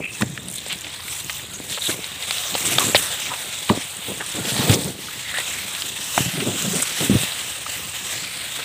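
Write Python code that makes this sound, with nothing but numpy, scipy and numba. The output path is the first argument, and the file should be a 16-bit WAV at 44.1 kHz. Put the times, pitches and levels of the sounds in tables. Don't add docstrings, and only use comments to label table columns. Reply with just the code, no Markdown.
import sys
import numpy as np
from scipy import signal
from scipy.fft import rfft, irfft
from scipy.io import wavfile
from scipy.ndimage import uniform_filter1d
from numba import njit

SR = 44100
rng = np.random.default_rng(int(sys.argv[2]) if len(sys.argv) > 2 else 0)


def level_to_linear(level):
    exponent = np.asarray(level, float) / 20
    return 10 ** exponent


def pcm_store(signal):
    levels = np.round(np.clip(np.atleast_2d(signal), -1, 1) * 32767)
    wavfile.write(sys.argv[1], SR, levels.astype(np.int16).T)


N = 381024

# frequency in Hz, density in dB per Hz.
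RUMBLE_SPECTRUM = [(15, -54), (25, -2), (80, 13), (118, 5.5), (146, 8), (233, -22), (458, -13), (500, -13),
                   (650, -30), (1100, -120)]
RUMBLE_DB = -46

# frequency in Hz, gain in dB.
PORT_RESPONSE = [(300, -29.5), (500, -9.5), (800, -9), (1400, -7.5), (2000, -3.5), (3000, -1), (3750, 0.5),
                 (4500, -8.5), (5250, -10.5), (6500, -9), (8100, -3), (10500, -14), (14500, -14),
                 (15400, -16)]
# frequency in Hz, width in Hz, gain in dB.
CASE_MODES = [(120, 48, 1), (181, 45, -3), (279, 76, -7), (409, 470, -2.5)]

# middle in seconds, peak in dB, pitch in Hz.
THRUMS = [(.265, -23, 120), (.3, -26, 150), (.33, -28, 125), (2.722, -25, 690), (2.725, -25, 285),
          (2.762, -23, 135), (2.824, -24, 390), (2.872, -21, 225), (4.385, -26, 230), (4.41, -24, 135),
          (4.475, -24, 225), (4.49, -27, 480), (4.535, -21, 120), (4.567, -22, 210), (4.602, -16, 225),
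          (4.624, -23, 480), (4.652, -20, 150), (4.652, -20, 390), (4.704, -15, 315), (4.729, -16, 300),
          (4.732, -17, 600), (4.747, -15, 360), (4.759, -19, 135), (4.881, -25, 405), (6.28, -22, 165),
          (6.342, -24, 180), (6.355, -25, 285), (6.38, -22, 390), (6.385, -19, 150), (6.405, -21, 270),
          (6.425, -20, 210), (6.427, -18, 390), (6.465, -23, 390), (6.47, -18, 255), (6.539, -25, 270),
          (6.649, -22, 210), (6.682, -15, 195), (6.719, -21, 180), (6.739, -21, 405), (6.764, -17, 180),
          (6.791, -24, 255), (7.05, -23, 270), (7.12, -13, 195), (7.155, -14, 255), (7.21, -23, 150)]
# time in seconds, peak in dB, hardness from 0 to 1, struck panel's pitch in Hz.
KNOCKS = [(0.219, -8, 0.14, 195), (0.23, -6.5, 0.65, 220), (0.238, -18, 0.7, 91.5), (1.601, -18.5, 1, 250),
          (1.891, -11, 0.56, 340), (2.551, -13.5, 0.93, 540), (2.948, -2.5, 0.75, 572),
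          (2.96, -20, 0.8, 575), (3.701, 0, 0.42, 205), (3.715, -11, 0.8, 380), (3.774, -10.5, 0.73, 272),
          (4.591, -9.5, 0.36, 129), (4.695, -1, 0.14, 120), (4.716, -7, 0.3, 115), (4.853, -18, 0.2, 143),
          (6.1775, -2.5, 1, 720), (6.204, -11, 0.22, 135), (6.259, -15, 0.26, 129),
          (7.007, -12.5, 0.73, 161), (7.096, -1.5, 0.4, 223), (7.11, -7, 0.13, 205),
          (7.129, -10.5, 0.1, 121), (7.152, -1.5, 0.33, 112), (7.233, -14, 0.74, 186)]
# time in seconds, rise in seconds, fall in seconds, level in dB, upper modes in dB above it.
DRAGS = [(0, .01, 0.06, -33, 0), (.215, 0.024, .07, -26.5, -8), (.27, 0.05, 0.3, -29, -20),
         (5.52, 0.47, 0.27, -42.5, -15), (1.7, 0.48, 0.17, -41.5, -2), (1.89, .015, .14, -30.5, 1),
         (2.74, 0.19, 0.39, -31, 0), (2.9, 0.19, 0.27, -31.5, -4), (3.701, 0.012, 0.1, -24, -2),
         (4.09, 0.034, 0.25, -38.5, 1.5), (4.35, 0.011, .7, -31, -1), (4.63, .25, 0.18, -31, -0.5),
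         (4.71, .03, 0.14, -23, 0), (4.87, 0.063, 0.07, -31, -2), (6.18, 0.027, 0.08, -34, 5),
         (6.25, .07, .15, -35, -14), (6.4, 0.085, 0.087, -29, -1), (6.47, 0.1, 0.2, -26, -3),
         (6.66, 0.08, 0.1, -28, -5), (6.74, 0.088, 0.12, -31, 0), (7.01, .01, 0.22, -33, 3),
         (7.105, 0.014, 0.11, -23, 0), (7.17, .05, 0.039, -28, -10), (7.22, .03, 0.12, -41, -18)]
DRAG_EDGE_DB = 19.5
CARRY_DB, CARRY_UPPER_DB = -48.5, -1.5
GRIT_DB = -12.

# start in seconds, length in seconds, pitch in Hz, width in Hz, level in dB.
ZIPS = [(0.69, 0.058, 3200, 2100, -27.5), (1.808, 0.024, 3750, 590, -26), (1.834, .022, 3750, 700, -27.5),
        (1.855, .028, 3600, 800, -23), (1.89, .045, 3300, 1500, -29), (3.296, 0.059, 1110, 540, -31.5),
        (4.71, 0.043, 3100, 2400, -25), (4.695, .015, 3300, 1300, -23), (0.547, 0.062, 3700, 740, -36),
        (1.68, .12, 3630, 1500, -31), (2.949, .021, 3500, 2000, -14.5), (2.789, 0.056, 1150, 350, -27.5),
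        (6.397, 0.026, 2700, 1500, -28.5), (2.781, 0.0075, 3500, 700, -13), (4.194, 0.038, 1300, 1200, -32),
        (8.214, 0.052, 3500, 2500, -32), (8.372, .07, 3100, 2000, -35), (8.585, .025, 950, 1000, -37),
        (8.615, .024, 3200, 2000, -32), (4.63, 0.15, 480, 450, -27.5), (3.7, .06, 750, 560, -34),
        (1.885, .03, 1500, 1800, -31), (4.57, .1, 900, 700, -33), (7.09, 0.084, 294, 150, -26.5),
        (0.99, 0.017, 1600, 1800, -39)]
# start in seconds, length in seconds, pitch in Hz, width in Hz, level in dB.
FLUTTERS = [(0.666, 0.027, 8250, 1500, -40), (2.648, .035, 8000, 1800, -22.5),
            (4.733, 0.022, 6300, 4000, -21), (6.817, .02, 8400, 1800, -21.5), (5.79, .04, 7500, 4000, -34),
            (.115, .05, 6200, 2500, -39), (1.08, .06, 8200, 900, -36), (1.16, .05, 7300, 1500, -38),
            (1.53, .05, 6700, 800, -36), (4.705, .03, 6000, 4000, -26), (6.68, .15, 5900, 1500, -35),
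            (4.98, .14, 5600, 2000, -42), (3.2, .1, 5800, 1500, -37), (7.6, .12, 5500, 2000, -43),
            (7.8, .5, 5800, 2000, -43), (.215, .014, 6500, 5000, -30), (2.46, .03, 6000, 900, -31),
            (7.19, .06, 8400, 1200, -30), (8.2, .07, 7500, 3000, -37)]
# start in seconds, length in seconds, first pitch in Hz, last pitch in Hz, level in dB.
SLIDES = [
    (0, .03, 2450, 2400, -39),
    (.02, .016, 2500, 2500, -34),
    (.034, .013, 2420, 2600, -25.5),
    (.047, .02, 2600, 2430, -27.5),
    (.066, .05, 2580, 2560, -35),
    (.115, .07, 2550, 2620, -40),
    (5.215, 0.19, 2260, 1650, -36.5),
    (5.34, 0.086, 1780, 2100, -31.5),
]
SLIDE_WIDTH_HZ = 330

# time in seconds, peak in dB, ring in
# Hz.
TICKS = [(.2104, -10, 8600), (.4319, -21, 8260), (.4843, -11, 9300), (.5884, -20, 8260), (.5821, -12, 8700),
         (.726, -14, 8600), (.8091, -15, 7500), (1.2451, -14, 6650), (1.536, -20, 9500), (1.721, -17, 8360),
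         (1.8756, -15, 8420), (2.3082, -8, 8400), (6.8054, -13, 7440), (2.7393, -2.5, 8400),
         (2.7955, -2, 7980), (2.804, -2, 8000), (2.8684, -4, 7800), (2.8814, -5, 7990), (3.022, -18, 7780),
         (3.2013, -13, 8030), (3.9679, -13, 8500), (4.2627, -12, 8390), (4.6947, -9, 8280),
         (4.8444, -11, 8400), (5.8204, -11, 5050), (6.0417, -12, 7940), (6.623, -5.5, 7200),
         (6.8227, -0.5, 8240), (7.0473, -5, 8140), (7.7189, -16, 7740),
         (.052, -24, 8500), (.2992, -21, 10000), (.4572, -22, 7840), (.787, -19, 6000), (.4995, -15, 9600),
          (.5055, -19, 7600), (.513, -15, 9300), (.523, -18, 8000), (.527, -17, 7700), (.537, -16, 7900),
          (.5405, -13, 9400), (.553, -17, 8300), (.5575, -11, 8200), (.5615, -15, 9200), (.5655, -17, 8600),
          (.5745, -19, 7800), (.683, -16, 8000), (.757, -19, 8800), (.779, -19, 8600), (.8165, -16, 7700),
          (1.129, -19, 6100), (1.136, -18, 6000), (1.34, -21, 6400), (1.369, -23, 6300), (2.595, -11, 7400),
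          (2.605, -11, 7000), (3.026, -12, 9600), (4.2996, -15, 9000), (5.401, -13, 8000), (5.8, -15, 5200),
          (7.145, -10, 9000)]
# time in seconds, peak in dB, ring in Hz, hollow body in dB above
CRACKS = [(.2094, -17, 1160, -14), (.2199, -9, 1710, -22), (.3755, -14.5, 1850, -20),
          (.6629, -20.5, 3830, -6), (.8445, -16, 3250, -22), (.8674, -20, 2340, -11),
          (1.0814, -17.5, 2260, -23), (1.296, -9, 2200, -19), (1.782, -18, 3410, -7),
          (1.7744, -21, 1300, -5), (2.0413, -16, 3770, -20), (2.2243, -15, 3920, -21),
          (2.3082, -7.5, 3170, -20), (2.382, -13, 3770, -25), (2.5513, -8.5, 3160, -5),
          (2.7831, 3.5, 3400, -12), (2.9467, 2, 2200, -11), (2.9524, 3, 3900, -13), (2.9589, 0, 3350, -27),
          (3.6925, -9, 2922, -29), (3.6974, -4, 980, -16), (4.2068, -18, 1656, -5), (4.564, -15, 3560, -6),
          (4.6947, -7, 3600, -8), (5.3406, -16.5, 1640, -11), (5.3842, -13, 3540, -4.5),
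          (5.8197, -14, 3000, -31), (6.1779, -8, 1100, -4), (6.4023, -13, 2890, -31),
          (7.663, -17.5, 1210, -26),
          (.4838, -26, 3750, -25), (.5575, -25, 3700, -25), (.5821, -20, 3500, -25), (.902, -25, 3890, -20),
         (1.004, -22, 3900, -20), (1.394, -24, 2100, -15), (1.698, -19, 3960, -20), (1.895, -17, 1700, -4),
         (1.914, -14, 3500, -15), (2.542, -12, 3660, -25), (2.785, -12, 1230, -8), (3.267, -17, 2870, -20),
         (3.337, -16, 2500, -8), (4.452, -14, 3190, -20), (4.835, -17, 3770, -20), (5.084, -21, 1340, -20),
         (5.193, -22, 2620, -20), (5.371, -13, 2010, -20), (5.401, -14, 2600, -10), (5.749, -16, 3340, -20),
         (6.1779, -12, 1550, -20), (6.8, -14, 2350, -9), (6.825, -18, 1400, -15), (6.854, -17, 2600, -20),
         (7.004, -14, 3000, -12), (7.32, -15, 3660, -20), (8.594, -26, 1500, -6), (8.602, -26, 1500, -6)]

# time in seconds, pressure in dB, dryness of the fronds in dB.
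WADE = [(0, -43, -0.5), (.45, -40.5, -3), (.96, -37, -4), (1.65, -38.5, -2), (2.0, -35, -4.5),
        (2.4, -29.5, 0.5), (3.13, -29.5, -1), (3.51, -30, -2), (4.06, -35, -2), (4.42, -31.5, -2),
        (4.86, -34.5, 1), (4.95, -38, -0.5), (5.3, -32.5, -3), (6.12, -32, 0.5), (6.3, -29.5, -3),
        (7.25, -27.5, -2), (7.66, -34, -3.5), (8.64, -34, -3.5)]
# time in seconds, rise in seconds, fall in seconds, pressure in dB, dryness in dB.
SWEEPS = [(.14, .04, .08, -40, 2), (.21, 0.04, 0.037, -33, -3), (.56, .08, .05, -50, 11),
          (.72, .1, 0.1, -35, -1), (1.11, .12, 0.22, -38.5, 5), (1.3, 0.015, 0.1, -36.5, 2.5),
          (1.72, .04, 0.14, -38, 8), (1.9, 0.11, 0.067, -31.5, 5.5), (2.19, 0.038, 0.3, -34.5, -4),
          (2.48, 0.12, .03, -33.5, 2.5), (2.72, 0.12, 0.059, -24.5, -0.5), (2.8, .03, 0.19, -26.5, 1),
          (2.98, 0.15, 0.081, -31.5, 7), (3.39, 0.13, 0.11, -46, -4), (4.11, .05, 0.067, -35.5, 1.5),
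          (4.5, 0.076, 0.22, -27, 0), (4.6, 0.092, 0.15, -24.5, -7), (4.74, 0.085, 0.029, -24.5, -2),
          (5.41, 0.23, 0.019, -31, -4.5), (5.48, 0.019, 0.28, -30.5, -0.5), (6.16, .03, 0.24, -27.5, 1),
          (6.83, 0.27, 0.017, -29, 3.5), (7.04, 0.11, 0.17, -35.5, 7), (7.73, 0.08, 0.14, -37, 4),
          (8.12, 0.7, 0.37, -32, -3)]
SWEEP_EDGE_DB = 10
EDGE_SHAPE = 1.18
# time in seconds, snaps in dB over the hiss.
CRISPNESS = [(0, 1), (1.6, 2), (2.1, -1.5), (3.2, -2), (4.8, -1.5), (5.6, -3), (7.2, -3), (8.64, -3.5)]
# level in dB above the pressure, gain in dB per dB of dryness.
RUSTLE_PARTS = [(-10.5, 0.33), (-0.5, 0), (-0.5, 1), (-5.5, 1.12)]
RUSTLE_EDGES_HZ = (1550, 5200, 10000)


def level(x):
    return x / np.sqrt(np.mean(x ** 2))


def columns(table):
    s, *rest = np.transpose(table)
    return [np.interp(np.arange(N) / SR, s, c) for c in rest]


def walk(rate, count=8):
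    steps = np.repeat(rng.standard_normal(int(N / SR * rate) + 2), count)
    steps = uniform_filter1d(uniform_filter1d(steps, count), count)
    return np.interp(np.arange(N) / SR * rate * count, np.arange(len(steps)), level(steps))


def ring(x, hz, width):
    return signal.lfilter(*signal.iirpeak(hz, hz / width, fs=SR), x)


def dull(x, hz):
    return signal.sosfilt(signal.butter(4, hz, fs=SR, output="sos"), x)


def colour(x, points, size=2048):
    hz, db = np.transpose(points)
    bins_hz = np.arange(size // 2 + 1) * SR / size
    gain = level_to_linear(np.interp(np.log(bins_hz + 1), np.log(hz), db))
    cep = irfft(np.log(gain))
    cep[1:size // 2] *= 2
    cep[size // 2 + 1:] = 0
    response = irfft(np.exp(rfft(cep)))
    return signal.fftconvolve(x, response)[:len(x)]


def between(spectrum, edges_hz, steep=3):
    octave = np.log2(np.arange(len(spectrum)) * SR / N + 1)
    slopes = [np.clip(.5 + steep * (octave - np.log2(edge)), 0, 1) for edge in edges_hz]
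    above = [1, *slopes, 0]
    return [irfft(spectrum * (lower - upper), N) for lower, upper in zip(above, above[1:])]


def swells(rows, db, edge_db):
    t = np.arange(0, N, 32) / SR
    power = 0
    for (s, rise, fall, *_), top in zip(rows, db):
        away = np.maximum((s - t) / max(rise, .005), (t - s) / max(fall, .005))
        power = power + level_to_linear(2 * (top - edge_db * away ** EDGE_SHAPE))
    return np.interp(np.arange(N) / SR, t, power)


def snaps(rate, spread_db):
    hit = rng.random(N) < rate / SR
    sign = np.sign(rng.standard_normal(N))
    return hit * sign * level_to_linear(spread_db * np.minimum(rng.exponential(size=N), 3.8))


@njit
def grains(start, hz, cycles, size):
    out = np.zeros(N + 4096)
    for g in range(len(start)):
        p = np.exp((2j * np.pi - 1 / cycles[g]) * hz[g] / SR)
        z = size[g] + 0j
        for i in range(min(4096, int(5 * cycles[g] * SR / hz[g]))):
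            z *= p
            out[start[g] + i] += z.imag
    return out[:N]


def burst(t60, splinter, size=1800):
    fade = np.exp(-np.log(1000) * np.arange(size) / SR / t60)
    x = splinter * rng.standard_normal(size) * fade
    x[0] = 1
    return x


def add(out, s, sound, peak_db):
    i = int((s + .0006) * SR)
    out[i:i + len(sound)] += (level_to_linear(peak_db) * sound / np.abs(sound).max())[:N - i]


def far_rumble(swell_db=1.5):
    bed = colour(rng.standard_normal(N), RUMBLE_SPECTRUM, size=8192)
    return level_to_linear(RUMBLE_DB + swell_db * walk(2.6)) * level(bed)


def thrums(gain_db=-2.5, length_200_s=.034, shorter=.4):
    out = np.zeros(N)
    for (s, db, hz), turn in zip(THRUMS, rng.random(len(THRUMS))):
        length = length_200_s * (200 / hz) ** shorter
        t = np.arange(int(length * SR)) / SR
        swell = np.sin(np.pi * t / length) ** 2
        add(out, s - length / 2, swell * np.sin(2 * np.pi * (hz * t + turn)), db + gain_db)
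    return out


def case_modes(force):
    return [level_to_linear(db) * ring(force, hz, width) for hz, width, db in CASE_MODES]


def knocks(gain_db=-2.0, soft_s=0.0056, hard_s=0.00069, panel_db=9.5, width=0.19):
    out = np.zeros(N)
    for s, db, hardness, hz in KNOCKS:
        length = soft_s * (hard_s / soft_s) ** np.clip(hardness, 0, 1)
        push = np.sin(np.pi * np.clip(np.arange(3000) / SR / length, 0, 1)) ** 2
        panel = level_to_linear(panel_db) * ring(push, hz, width * hz)
        add(out, s, sum(case_modes(push)) + panel, db + gain_db)
    return out


def drag(rate=150., spread_db=2.5, smooth_db=-0.5, judder_db=3.0):
    slips = level(snaps(rate, spread_db)) + level_to_linear(smooth_db) * rng.standard_normal(N)
    force = level_to_linear(judder_db * walk(30)) * slips
    modes = case_modes(ring(ring(force, 216, 460), 226, 600))
    db, upper_db = np.transpose(DRAGS)[3:]
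    low = np.sqrt(level_to_linear(2 * CARRY_DB) + swells(DRAGS, db, DRAG_EDGE_DB))
    upper = np.sqrt(level_to_linear(2 * (CARRY_DB + CARRY_UPPER_DB)) + swells(DRAGS, db + upper_db, DRAG_EDGE_DB))
    return low * level(modes[0] + modes[1]) + upper * level(modes[2] + modes[3])


def zips(rate=3000., spread_db=3.0, top_hz=4760.0):
    low, bright = np.zeros(N), np.zeros(N)
    clicks, scatter = snaps(rate, spread_db), rng.standard_normal(N)
    every = np.flatnonzero(clicks)
    runs = [(s, length, hz, hz, width, db) for s, length, hz, width, db in ZIPS + FLUTTERS]
    runs += [(*slide, SLIDE_WIDTH_HZ, db) for *slide, db in SLIDES]
    for s, length, from_hz, to_hz, width, db in runs:
        start = every[(every > s * SR) & (every < (s + length) * SR)]
        along = (start / SR - s) / length
        hz = from_hz + (to_hz - from_hz) * along + width / 4 * scatter[start]
        run = grains(start, hz, 0.63 * hz / width, clicks[start] * np.sin(np.pi * along))
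        run = ring(run, (from_hz + to_hz) / 2, 2.5 * width + abs(to_hz - from_hz))
        out = bright if from_hz > top_hz else low
        out += level_to_linear(db) * run * np.sqrt(length * SR / np.sum(run ** 2))
    return dull(low, top_hz) + ring(bright, 8000, 7000)


def leaf_tips(gain_db=-5.5, t60=0.01, splinter=0.6, width=0.25, top_db=-12):
    out = np.zeros(N)
    for s, db, hz in TICKS:
        x = burst(t60, splinter, size=800)
        tick = ring(ring(x, hz, width * hz), hz, width * hz)
        add(out, s, tick + level_to_linear(top_db) * ring(x, 10000, 6000), db + gain_db)
    return out


def crack_t60(db, hz):
    shorter_db = 0.35 * db + 0.8 * np.log2(hz / 1000)
    return np.clip(.017 * level_to_linear(-shorter_db), .004, .07)


def stalks(gain_db=0., splinter=0.21, width=0.4, body_hz=720.0, edge_db=-6.5):
    out = np.zeros(N)
    for s, db, hz, body_db in CRACKS:
        x = burst(crack_t60(db, hz), splinter)
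        edge = level_to_linear(edge_db) * ring(ring(x, 2500, 5300), 2500, 6000)
        pitched = ring(ring(x, hz, width * hz), hz, 2 * width * hz)
        body = ring(ring(x, body_hz, 670), body_hz, 910)
        add(out, s, dull(edge + pitched, min(4700, 2.4 * hz)), db + gain_db)
        add(out, s, body, db + body_db + gain_db)
    return out


def grit():
    db, upper_db = np.transpose(DRAGS)[3:]
    return swells(DRAGS, db + upper_db + GRIT_DB, DRAG_EDGE_DB)


def rustle_gains():
    pressure_db, dry_db = columns(WADE)
    sweep_db, sweep_dry_db = np.transpose(SWEEPS)[3:]
    powers = []
    for db, share in RUSTLE_PARTS:
        wading = level_to_linear(2 * (pressure_db + share * dry_db))
        sweeping = swells(SWEEPS, sweep_db + share * sweep_dry_db, SWEEP_EDGE_DB)
        powers.append(level_to_linear(2 * db) * (wading + sweeping))
    powers[0] = powers[0] + grit()
    return np.sqrt(powers)


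def leaflet_cloud(rate=4000., spread_db=3., cycles=2.3):
    size = snaps(rate, spread_db)
    start = np.flatnonzero(size)
    hz = 500 * 32 ** rng.random(N)[start] ** .7
    cloud = grains(start, hz, cycles * 5 ** rng.random(N)[start], size[start] * hz ** 1.54)
    spectrum = rfft(cloud)
    power = uniform_filter1d(np.abs(spectrum) ** 2, 3000)
    return irfft(spectrum / np.sqrt(power + power.max() * 1e-6), N)


def fronds(gust_db=0.71, patch_db=1.69, flutter_db=0.93, stutter_db=1.0):
    cloud = leaflet_cloud()
    scrape = level_to_linear(gust_db * walk(14) + flutter_db * walk(40) + stutter_db * walk(130))
    crisp = level_to_linear(columns(CRISPNESS)[0])
    mix = (crisp * level(cloud) + rng.standard_normal(N)) / np.sqrt(1 + crisp ** 2)
    heard = colour(scrape * mix, PORT_RESPONSE)
    patches = between(rfft(heard), 800 * 2 ** (np.arange(13) / 3), steep=6)
    patchy = sum(level_to_linear(patch_db * walk(12)) * p for p in patches)
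    parts = between(rfft(patchy), RUSTLE_EDGES_HZ)
    return sum(gain * level(part) for gain, part in zip(rustle_gains(), parts))


def scene():
    heard = far_rumble() + thrums() + knocks() + drag()
    heard = heard + zips() + leaf_tips() + stalks() + fronds()
    return np.array([heard, heard])


def low_pass(x):
    return signal.sosfilt(signal.butter(12, 15800, fs=SR, output="sos"), x)


def record(dry):
    x = signal.sosfilt(signal.butter(2, 85, "high", fs=SR, output="sos"), dry)
    x = np.clip(x + .9 * ring(x, 15350, 600), -.95, .95)
    x = signal.sosfilt(signal.ellip(8, .5, 32, 15450, fs=SR, output="sos"), x)
    return low_pass(x)


dry = scene()
out = record(dry)
pcm_store(out)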